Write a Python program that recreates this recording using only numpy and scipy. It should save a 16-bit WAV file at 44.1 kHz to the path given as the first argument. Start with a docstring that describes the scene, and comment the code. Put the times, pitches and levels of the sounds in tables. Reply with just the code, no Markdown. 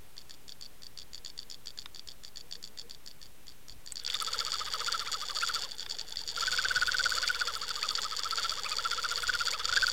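"""A swivel rattles against the hard housing of a camera towed on a fishing line, a lure wagging behind it.
At first each slow wag gives a few separate ticks, a faint pluck and now and then a moan of the line.
Then the tow speeds up: some sixteen swings a second make the swivel clatter and the taut line whine up and down.
Sparse bubbles ping on the shell. The speed of the tow sets the pitch of the whine and the level of whine,
rattle and rushing water. Contacts ring resonances, the line is sines, and the water is coloured noise."""
import sys
import numpy as np
from scipy import signal
from scipy.fft import rfft, irfft
from scipy.io import wavfile

SR = 44100
rng = np.random.default_rng(int(sys.argv[2]) if len(sys.argv) > 2 else 0)


def digitize_waveform(pressure):
    """Quantize a signal to 16-bit integers and store it at the path in sys.argv[1].

    Rows of a 2-D input are taken as channels; values are limited to [-1, 1].
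    """
    field = np.atleast_2d(pressure).T
    bounded = np.clip(field, -1, 1)
    quanta = np.round(bounded * 32767).astype(np.int16)
    wavfile.write(sys.argv[1], SR, quanta)


N = 437472
TIME = np.arange(N) / SR   # s

# slow wags of the lure: start_s [s], level_db [dB, before the trim of each kind of tick]
WAGS = [(0.1796, -30.5), (0.3078, -29), (0.4928, -29.5), (0.6235, -30.5), (0.833, -31.5), (0.9871, -27.5),
        (1.1455, -29), (1.2605, -26), (1.39, -28), (1.512, -26.5), (1.6707, -28.5), (1.7877, -27.5),
        (1.9592, -30), (2.0863, -27.5), (2.248, -29), (2.371, -28.5), (2.5243, -25.5), (2.6399, -27),
        (2.7869, -27.5), (2.9091, -29.5), (3.0744, -29.5), (3.2275, -32.5), (3.481, -35), (3.6956, -31.5),
        (3.8742, -28.5), (3.9692, -23.5), (5.7955, -25), (5.91, -21.5), (6.1702, -23.5), (6.2893, -21.5)]

CRUISE_HZ = 1400      # top pitch of the whine at cruising speed
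PULL_AWAY_S = 4.09    # the tow gets up to speed
SLACK_S = .0125       # the slack goes this long before the main tick of a wag


def from_db(db):
    """Decibels to gain."""
    return 10 ** (np.asarray(db) / 20)


def rms_one(x):
    """Scale to an rms of 1."""
    return x / np.sqrt(np.mean(x ** 2) + 1e-20)


def drift(rate_hz):
    """Slow chance with a spread of 1: white noise that falls away above the given rate."""
    hz = np.arange(N // 2 + 1) * SR / N
    white = rfft(rng.standard_normal(N))
    return rms_one(irfft(white / (1 + (hz / rate_hz) ** 2), N))


def noise(spectrum):
    """Noise of a given colour, rms 1."""
    hz, db = np.transpose(spectrum)
    bins = np.maximum(np.arange(N // 2 + 1) * SR / N, 1)
    gain = from_db(np.interp(np.log(bins), np.log(hz), db, left=-80, right=-80))
    return rms_one(irfft(rfft(rng.standard_normal(N)) * gain, N))


def ring(clicks, hz, width_hz):
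    """A resonance: a unit click sets a sine of height 1 ringing, which dies sooner the wider the resonance."""
    radius = np.exp(-np.pi * width_hz / SR)
    angle = 2 * np.pi * hz / SR
    return signal.lfilter([0, np.sin(angle)], [1, -2 * radius * np.cos(angle), radius ** 2], clicks + 1e-18)


def swell_ring(clicks, hz, width_hz):
    """Two like resonances in a row: the ring builds up to a height of 1, then dies."""
    twice = ring(ring(clicks, hz, width_hz), hz, width_hz)
    return twice * 2 * np.e * np.pi * width_hz / SR


def clicks_at(s, gain):
    """A train of single clicks."""
    samples = np.clip(np.round(np.atleast_1d(s) * SR).astype(int), 0, N - 1)
    return np.bincount(samples, np.atleast_1d(gain), N)


def strike(s, db, tilt_db, spread_db, bounce_db=-10, bounce_s=0.001213, slide_db=-37, slide_s=0.0062,
           scatter_db=2.5):
    """Contacts ring the housing; tilt (dB per octave) is their hardness; each bounces once and slides a little."""
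    # resonances of the housing: pitch_hz [Hz], width_hz [Hz], level_db [dB]
    housing = [(1800, 360, -22.5), (3010, 190, -36), (3493, 405, -7), (4596, 390, -1), (5180, 260, -10.5),
               (5630, 470, -11), (5895, 580, -19), (6938, 403, -11), (7670, 280, -22.5), (8230, 325, -25),
               (10800, 860, -34.5), (13100, 620, -36)]
    pivot_hz = 4550        # the tilt turns about this pitch
    soft_limit_hz = 4630   # below this every contact is short enough to ring the modes alike

    hardness = tilt_db + spread_db * rng.uniform(-1, 1, len(s))
    again = s + bounce_s * rng.uniform(.5, 1.4, len(s))
    sign = rng.choice([-1, 1], len(s))

    # a slide is noise under a pressure that dies away after each contact
    touches = clicks_at(s, from_db(db + slide_db))
    pressure = signal.lfilter([1], [1, -np.exp(-1 / (slide_s * SR))], touches + 1e-18)
    slide = pressure * rng.standard_normal(N)

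    out = np.zeros(N)
    for hz, width_hz, mode_db in housing:
        octaves = np.log2(max(hz, soft_limit_hz) / pivot_hz)
        hit_db = db + hardness * octaves + scatter_db * rng.standard_normal(len(s))
        gain = sign * from_db(hit_db)
        hits = clicks_at(np.r_[s, again], np.r_[gain, gain * from_db(bounce_db)])
        out += from_db(mode_db) * swell_ring(hits + slide, hz, width_hz)
    return out


def tow():
    """Speed in doublings above cruising, and swings counted through time (whole numbers at their fastest instants)."""
    # course of the tow: time_s [s], top_pitch_hz [Hz, whine before scatter], swings [count since the row before]
    course = [(4.157, 1264, 0), (4.413, 1359, 4), (4.683, 1261, 4), (4.95, 1371, 4), (5.152, 1273, 3),
              (5.31, 1178, 2), (5.437, 1406, 2), (5.565, 1364, 2), (5.739, 920, 2), (6.32, 896, 6),
              (6.378, 1390, 1), (6.48, 1500, 2), (7.12, 1500, 11), (7.42, 1421, 5), (7.564, 1319, 2),
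              (8.2, 1279, 9), (8.39, 1470, 3), (8.595, 1268, 3), (8.864, 1379, 4), (9.185, 1408, 5),
              (9.354, 1503, 3), (9.612, 1294, 4), (9.775, 1598, 3.5), (9.89, 1461, 2.5)]
    s, hz, swings = np.transpose(course)
    done = np.cumsum(np.round(swings))
    rate = np.diff(done) / np.diff(s)

    # the first and last swing rates carry on beyond the table
    phase = np.interp(TIME, s, done)
    phase = phase + rate[0] * np.minimum(TIME - s[0], 0) + rate[-1] * np.maximum(TIME - s[-1], 0)
    speed = np.log2(np.interp(TIME, s, hz) / CRUISE_HZ)
    return speed, phase


def per_swing(phase):
    """Chance with a spread of 1, drawn anew for each swing and gliding from one to the next."""
    swings = np.arange(int(phase[-1]) + 2)
    return np.interp(phase, swings, rng.standard_normal(len(swings)))


def hiss(level_db=-59):
    """The steady noise floor: coloured noise at one level throughout."""
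    # spectrum of the floor: pitch_hz [Hz], level_db [dB per Hz, relative]
    floor = [(40, 9.5), (130, 14), (330, 10), (460, 9.5), (620, 6), (1500, 3.5), (3400, 2.5), (5500, -1),
             (15000, -2), (16200, -7)]
    return from_db(level_db) * noise(floor)


def water(speed, phase, throb_db=3.0, fizz_throb_db=5.0, idle_db=-63.0, lumpy_db=1.0):
    """Water rushes and fizzes along the shell, throbbing with the swings; eddies buffet it."""
    # spectra of the three noises: pitch_hz [Hz], level_db [dB per Hz, relative]
    rush_colour = [(300, -40), (480, 8.5), (680, -26.5), (850, -1), (1050, -6.5), (1450, 10), (1900, 3.5),
                   (2200, 3.5), (2500, -4.5), (2900, 7), (3150, 5), (3450, 15), (3900, -1), (4550, 1.5),
                   (6500, -6.5)]
    fizz_colour = [(4000, -44), (8000, 4.5), (9700, -1.5), (10900, -3), (11900, -2), (12800, -4.5),
                   (14000, -8), (15200, -3), (16200, -12)]
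    rumble_colour = [(18, 4), (35, 0.5), (55, -3), (100, -10), (200, -23), (400, -39)]
    # big eddies: centre_s [s], level_db [dB, before the lumpiness], half_length_s [s]
    eddy_table = [(3.754, -52.5, .05), (6.8, -55, 0.56), (6.778, -50, .025), (6.869, -58, 0.024),
                  (9.278, -50, 0.089), (9.78, -48.5, .12)]
    # dB at cruising speed, and dB gained per doubling of the speed
    rush_db, rush_growth_db = -44, 17.5
    fizz_db, fizz_growth_db = -61, 20
    buffet_db, buffet_growth_db = -61, 18

    throb = np.cos(2 * np.pi * (phase + 0.092))
    towed = np.interp(TIME - PULL_AWAY_S, [-.2, 0], [0, 1]) ** 3

    rush_level = rush_db + rush_growth_db * speed + throb_db * throb + 3 * drift(68)
    rush = from_db(rush_level) * noise(rush_colour)

    fizz_level = fizz_db + fizz_growth_db * speed + fizz_throb_db * throb
    fizz_level = fizz_level + 6.25 * drift(140) + 0.5 * drift(4.3)
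    fizz = from_db(fizz_level) * noise(fizz_colour)

    eddies = sum(from_db(db) * np.exp(-((TIME - s) / half_s) ** 2) for s, db, half_s in eddy_table)
    eddies = eddies * from_db(lumpy_db * drift(15))
    steady = towed * from_db(buffet_db + buffet_growth_db * speed)
    # the powers of the idle rumble, the tow and the eddies add
    buffet = np.sqrt(from_db(idle_db) ** 2 + steady ** 2 + eddies ** 2)
    return towed * (rush + fizz) + buffet * noise(rumble_colour)


def slow_ticking(main_db=-3, lead_db=-11.0, chaser_db=-10, chaser_s=.009, rebound_db=-10, rebound_s=0.037,
                 settle_db=-16, settle_fall_db=110, lead_tilt_db=11, main_tilt_db=-6, settle_tilt_db=1,
                 tick_scatter_db=2.5, count=4):
    """Each wag: a bright tick as the slack goes, the main tick and its chaser, a rebound, then settling ticks."""
    s, db = np.transpose(WAGS)
    chase = chaser_s * rng.uniform(0.8, 1.2, len(s))
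    rebound = rebound_s * rng.uniform(.7, 1.1, len(s))
    after = chase + np.cumsum(rng.uniform(.006, 0.0089, (count, len(s))), axis=0)
    times = np.vstack([s - SLACK_S, s, s + chase, s + rebound, s + after])

    # rows: lead, main, chaser, rebound, then settling ticks that fall by settle_fall_db per second
    first_four = np.outer([lead_db, main_db, chaser_db, rebound_db], np.ones(len(s)))
    levels = db + np.vstack([first_four, settle_db - settle_fall_db * after])
    levels[2:] += tick_scatter_db * rng.standard_normal(levels[2:].shape)

    row_tilts = [lead_tilt_db, main_tilt_db, settle_tilt_db, main_tilt_db] + [settle_tilt_db] * count
    tilts = np.repeat(row_tilts, len(s))
    return strike(times.ravel(), levels.ravel(), tilts, spread_db=4.5)


def pluck(level_db=-34, hz=1900, width_hz=40, count=5):
    """Taking up the slack plucks the rig, whose cluster of modes rings faintly for a moment."""
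    s, db = np.transpose(WAGS)
    out = np.zeros(N)
    for detune in np.linspace(.9, 1.07, count):
        gain = from_db(db + level_db) * rng.standard_normal(len(s))
        out += ring(clicks_at(s - SLACK_S, gain), hz * detune, width_hz)
    return out


def moans(hz=470, rise=1.6, width_s=0.026):
    """At slow tow the line only moans briefly, rising a little as a wag pulls on it."""
    # moans of the line: centre_s [s], level_db [dB]
    moan_table = [(1.22, -66), (1.46, -67), (1.58, -65), (1.71, -68), (2.451, -62), (2.58, -59),
                  (2.721, -63), (2.849, -55.5)]
    out = np.zeros(N)
    waver = 1 + 0.036 * drift(39)
    for s, db in moan_table:
        age = np.clip(TIME - s, -.2, .2)
        pitch_hz = hz * (1 + rise * age) * waver
        swell = np.exp(-(age / width_s) ** 2)
        out += from_db(db) * swell * np.sin(2 * np.pi * np.cumsum(pitch_hz) / SR)
    return out


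def bubbles(thud_width_hz=260, burst_s=0.0029):
    """A bubble bursts on the shell with a short rough ping and a thud."""
    # bubbles: start_s [s], peak_db [dB], pitch_hz [Hz], t60_s [s, ping falls 60 dB], thud_db [dB, thud against ping]
    bubble_table = [(1.8587, -28.5, 3780, 0.012, -6), (3.9215, -21.5, 7850, 0.0069, -22),
                    (4.087, -33, 2760, .012, -20), (4.1013, -19, 3400, 0.0075, -41),
                    (4.1445, -18, 3550, 0.019, -34), (4.224, -18, 9600, 0.0016, -28),
                    (5.63, -47, 11100, 0.0043, -20), (5.863, -28, 3590, 0.01, -2),
                    (6.0957, -39, 10800, .005, -18)]
    # the housing answers a soft blow at these pitches: pitch_hz [Hz]
    thud_pitches = [1120, 1470, 1790, 2060, 4900]
    highpass = signal.butter(4, 950, "high", fs=SR, output="sos")

    out = np.zeros(N)
    age = np.arange(SR // 20) / SR
    for s, db, hz, t60, thud_db in bubble_table:
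        # one click and a short burst of noise
        push = np.exp(-age / burst_s) * rng.standard_normal(len(age)) * 0.08 + (age == 0)
        ping = ring(push, hz, np.log(1000) / (np.pi * t60))
        thud = sum((-1) ** k * ring(push, thud_hz, thud_width_hz) for k, thud_hz in enumerate(thud_pitches))
        blow = signal.sosfilt(highpass, ping + from_db(thud_db) * thud)
        at = round(s * SR)
        out[at:at + len(blow)] += from_db(db) * blow / np.abs(blow).max()
    return out


def knocks(speed, phase, hard_db=-1, lead_turns=.22, loose_turns=.12, spread_db=2.0):
    """The swivel knocks about once in each swing, just before its fastest instant; listed knocks are much harder."""
    # the hardest knocks: start_s [s], level_db [dB, before the trim hard_db]
    hard_knocks = [(4.0485, -24.5), (4.0638, -24), (4.0763, -21), (4.201, -22.5), (4.3334, -20),
                   (4.39, -21), (4.519, -19), (4.7367, -21), (4.9249, -19), (5.2851, -25.5), (5.5464, -21),
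                   (5.7174, -30), (5.986, -23.5), (5.9944, -23), (6.012, -24.5), (6.1234, -27),
                   (6.4691, -19), (6.5247, -19.5), (6.5757, -19.5), (6.7593, -18), (6.9181, -18),
                   (6.9834, -18), (7.04, -18.5), (7.2772, -18.5), (7.889, -18), (7.952, -18), (8.2339, -19),
                   (8.434, -20.5), (8.4944, -19.5), (8.726, -24), (8.7842, -21.5), (9.654, -17),
                   (9.7256, -18), (9.763, -18), (9.774, -19), (9.8206, -19.5), (9.8672, -18)]
    knock_db, knock_growth_db = -25.5, 11   # dB at cruising speed, dB per doubling of the speed

    s, db = np.transpose(hard_knocks)
    swings = np.arange(int(phase[-1]) + 1)
    turns = swings - lead_turns + loose_turns * rng.standard_normal(len(swings))
    when = np.interp(turns, phase, TIME)
    level = knock_db + knock_growth_db * np.interp(when, TIME, speed)
    level = level + spread_db * rng.standard_normal(len(swings))
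    # an ordinary knock gives way to a hard one close by
    free = np.abs(when[:, None] - s).min(axis=1) > .008
    return np.r_[s, when[free]], np.r_[db + hard_db, level[free]]


def clatter(speed, phase, bunch_db=5.5, lead_turns=0.32, gap_s=.0058,
            light_tilt_db=5.0, snap_tilt_db=3.5, snap_turns=0.5, count=1200):
    """Hard knocks, and a light rattle that is strongest while each swing gathers speed."""
    rattle_db, rattle_growth_db = -31, 20.5   # dB at cruising speed, dB per doubling of the speed
    swing_scatter_db, tick_scatter_db, ceiling_db = 2.2, 4.8, -24

    s, db = knocks(speed, phase)
    light = PULL_AWAY_S + np.cumsum(gap_s * rng.uniform(0.44, 1.9, count))
    at = np.interp(light, TIME, phase)
    level = rattle_db + rattle_growth_db * np.interp(light, TIME, speed)
    level = level + bunch_db * np.cos(2 * np.pi * (at + lead_turns))
    level = level + swing_scatter_db * np.interp(light, TIME, per_swing(phase))
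    level = np.minimum(level + tick_scatter_db * rng.standard_normal(count), ceiling_db)

    # the first ticks of a swing, as the slack goes, are the brightest
    tilt = light_tilt_db + snap_tilt_db * np.cos(2 * np.pi * (at + snap_turns))
    level = level - .5 * np.maximum(tilt, 0)   # brighter ticks are set lower

    # the swivel cannot touch twice at once: no light tick close to a knock
    free = (np.abs(light[:, None] - s).min(axis=1) > .003) & (light < TIME[-1])
    hard = strike(s, db, tilt_db=-3, spread_db=2.5)
    return hard + strike(light[free], level[free], tilt[free], spread_db=5)


def singing_line(speed, phase, slowest=.65, steadying=.33, swell_db=54, trough_db=-53, trough_growth_db=5,
                 hum_db=-52, pull_growth_db=5, hum_hz=480, hum_width_hz=110,
                 overtone_db=-17, overtone_scatter_db=3, waver=0.02818, squeak_s=0.013):
    """Vortices leave the line at a rate that follows its speed: a hum across the flow, a whine at twice that along it."""
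    # the loudest squeaks, an octave above the whine: centre_s [s], level_db [dB]
    squeak_table = [(4.872, -44), (5.07, -43), (5.422, -37), (6.585, -46), (7.047, -45), (7.288, -42),
                    (7.831, -36), (8.663, -35), (8.731, -39), (9.536, -36)]
    whine_db, whine_growth_db = -29.5, 52   # dB at cruising speed, dB per doubling of the speed
    swing_scatter_db, swing_scatter_pitch = 1.6, .018   # dB, fraction of the pitch
    line_scatter_db, wobble_turns = 3, .045
    whine_rough, hum_rough = .36, .35   # depth of the rough level

    vigour = per_swing(phase)
    top_hz = CRUISE_HZ * 2 ** speed * (1 + swing_scatter_pitch * vigour)
    level_db = whine_db + whine_growth_db * speed + swing_scatter_db * vigour

    # the pitch sags between swings, most deeply at slow tow
    slack = np.sin(np.pi * (phase + wobble_turns * drift(25.6))) ** 2
    sag = (1 - slowest - steadying * speed) * slack
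    hz = top_hz / 2 * (1 - sag) * (1 + waver * drift(176.5))
    turn = 2 * np.pi * np.cumsum(hz) / SR

    taut = np.interp(TIME - PULL_AWAY_S, [0, .09], [0, 1])
    pull = from_db(pull_growth_db * speed + line_scatter_db * (per_swing(phase) - .5))
    trough = from_db(trough_db + trough_growth_db * speed) * pull
    whine = from_db(level_db - swell_db * slack ** 1.23) + trough

    # the hum swells as it passes a low resonance of the rig
    below = np.where(hz < hum_hz, (hz / hum_hz) ** 4, 1)
    resonance = below / np.sqrt(1 + ((hz - hum_hz) / hum_width_hz) ** 2)
    hum = from_db(hum_db) * pull * resonance

    # the octave above the whine speaks unevenly while the line is tightening
    tightening = np.maximum(0, np.cos(2 * np.pi * (phase + 0.27))) ** 2
    squeak = from_db(level_db + overtone_db + overtone_scatter_db * per_swing(phase)) * tightening
    squeak = squeak + sum(from_db(db) * np.exp(-((TIME - s) / squeak_s) ** 2) for s, db in squeak_table)

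    whine_tone = whine * np.sin(2 * turn + 0.29 * drift(133)) * (1 + whine_rough * drift(83))
    hum_tone = hum * np.sin(turn) * (1 + hum_rough * drift(45))
    squeak_tone = squeak * np.sin(4 * turn + 0.23 * drift(130))
    return taut * (whine_tone + hum_tone + squeak_tone)


def scene():
    """Swivel, line, bubbles and water, heard through the housing, over a steady hiss."""
    speed, phase = tow()
    swivel = slow_ticking() + clatter(speed, phase)
    line = pluck() + moans() + singing_line(speed, phase)
    mix = hiss() + water(speed, phase) + swivel + line + bubbles()
    return mix[None]


def record(dry):
    """The converter sits slightly off zero; a steep low-pass cuts the top."""
    offset, cutoff_hz = -.0066, 16200
    lowpass = signal.ellip(10, .2, 80, cutoff_hz, fs=SR, output="sos")
    return offset + signal.sosfilt(lowpass, dry)


dry = scene()
out = record(dry)
digitize_waveform(out)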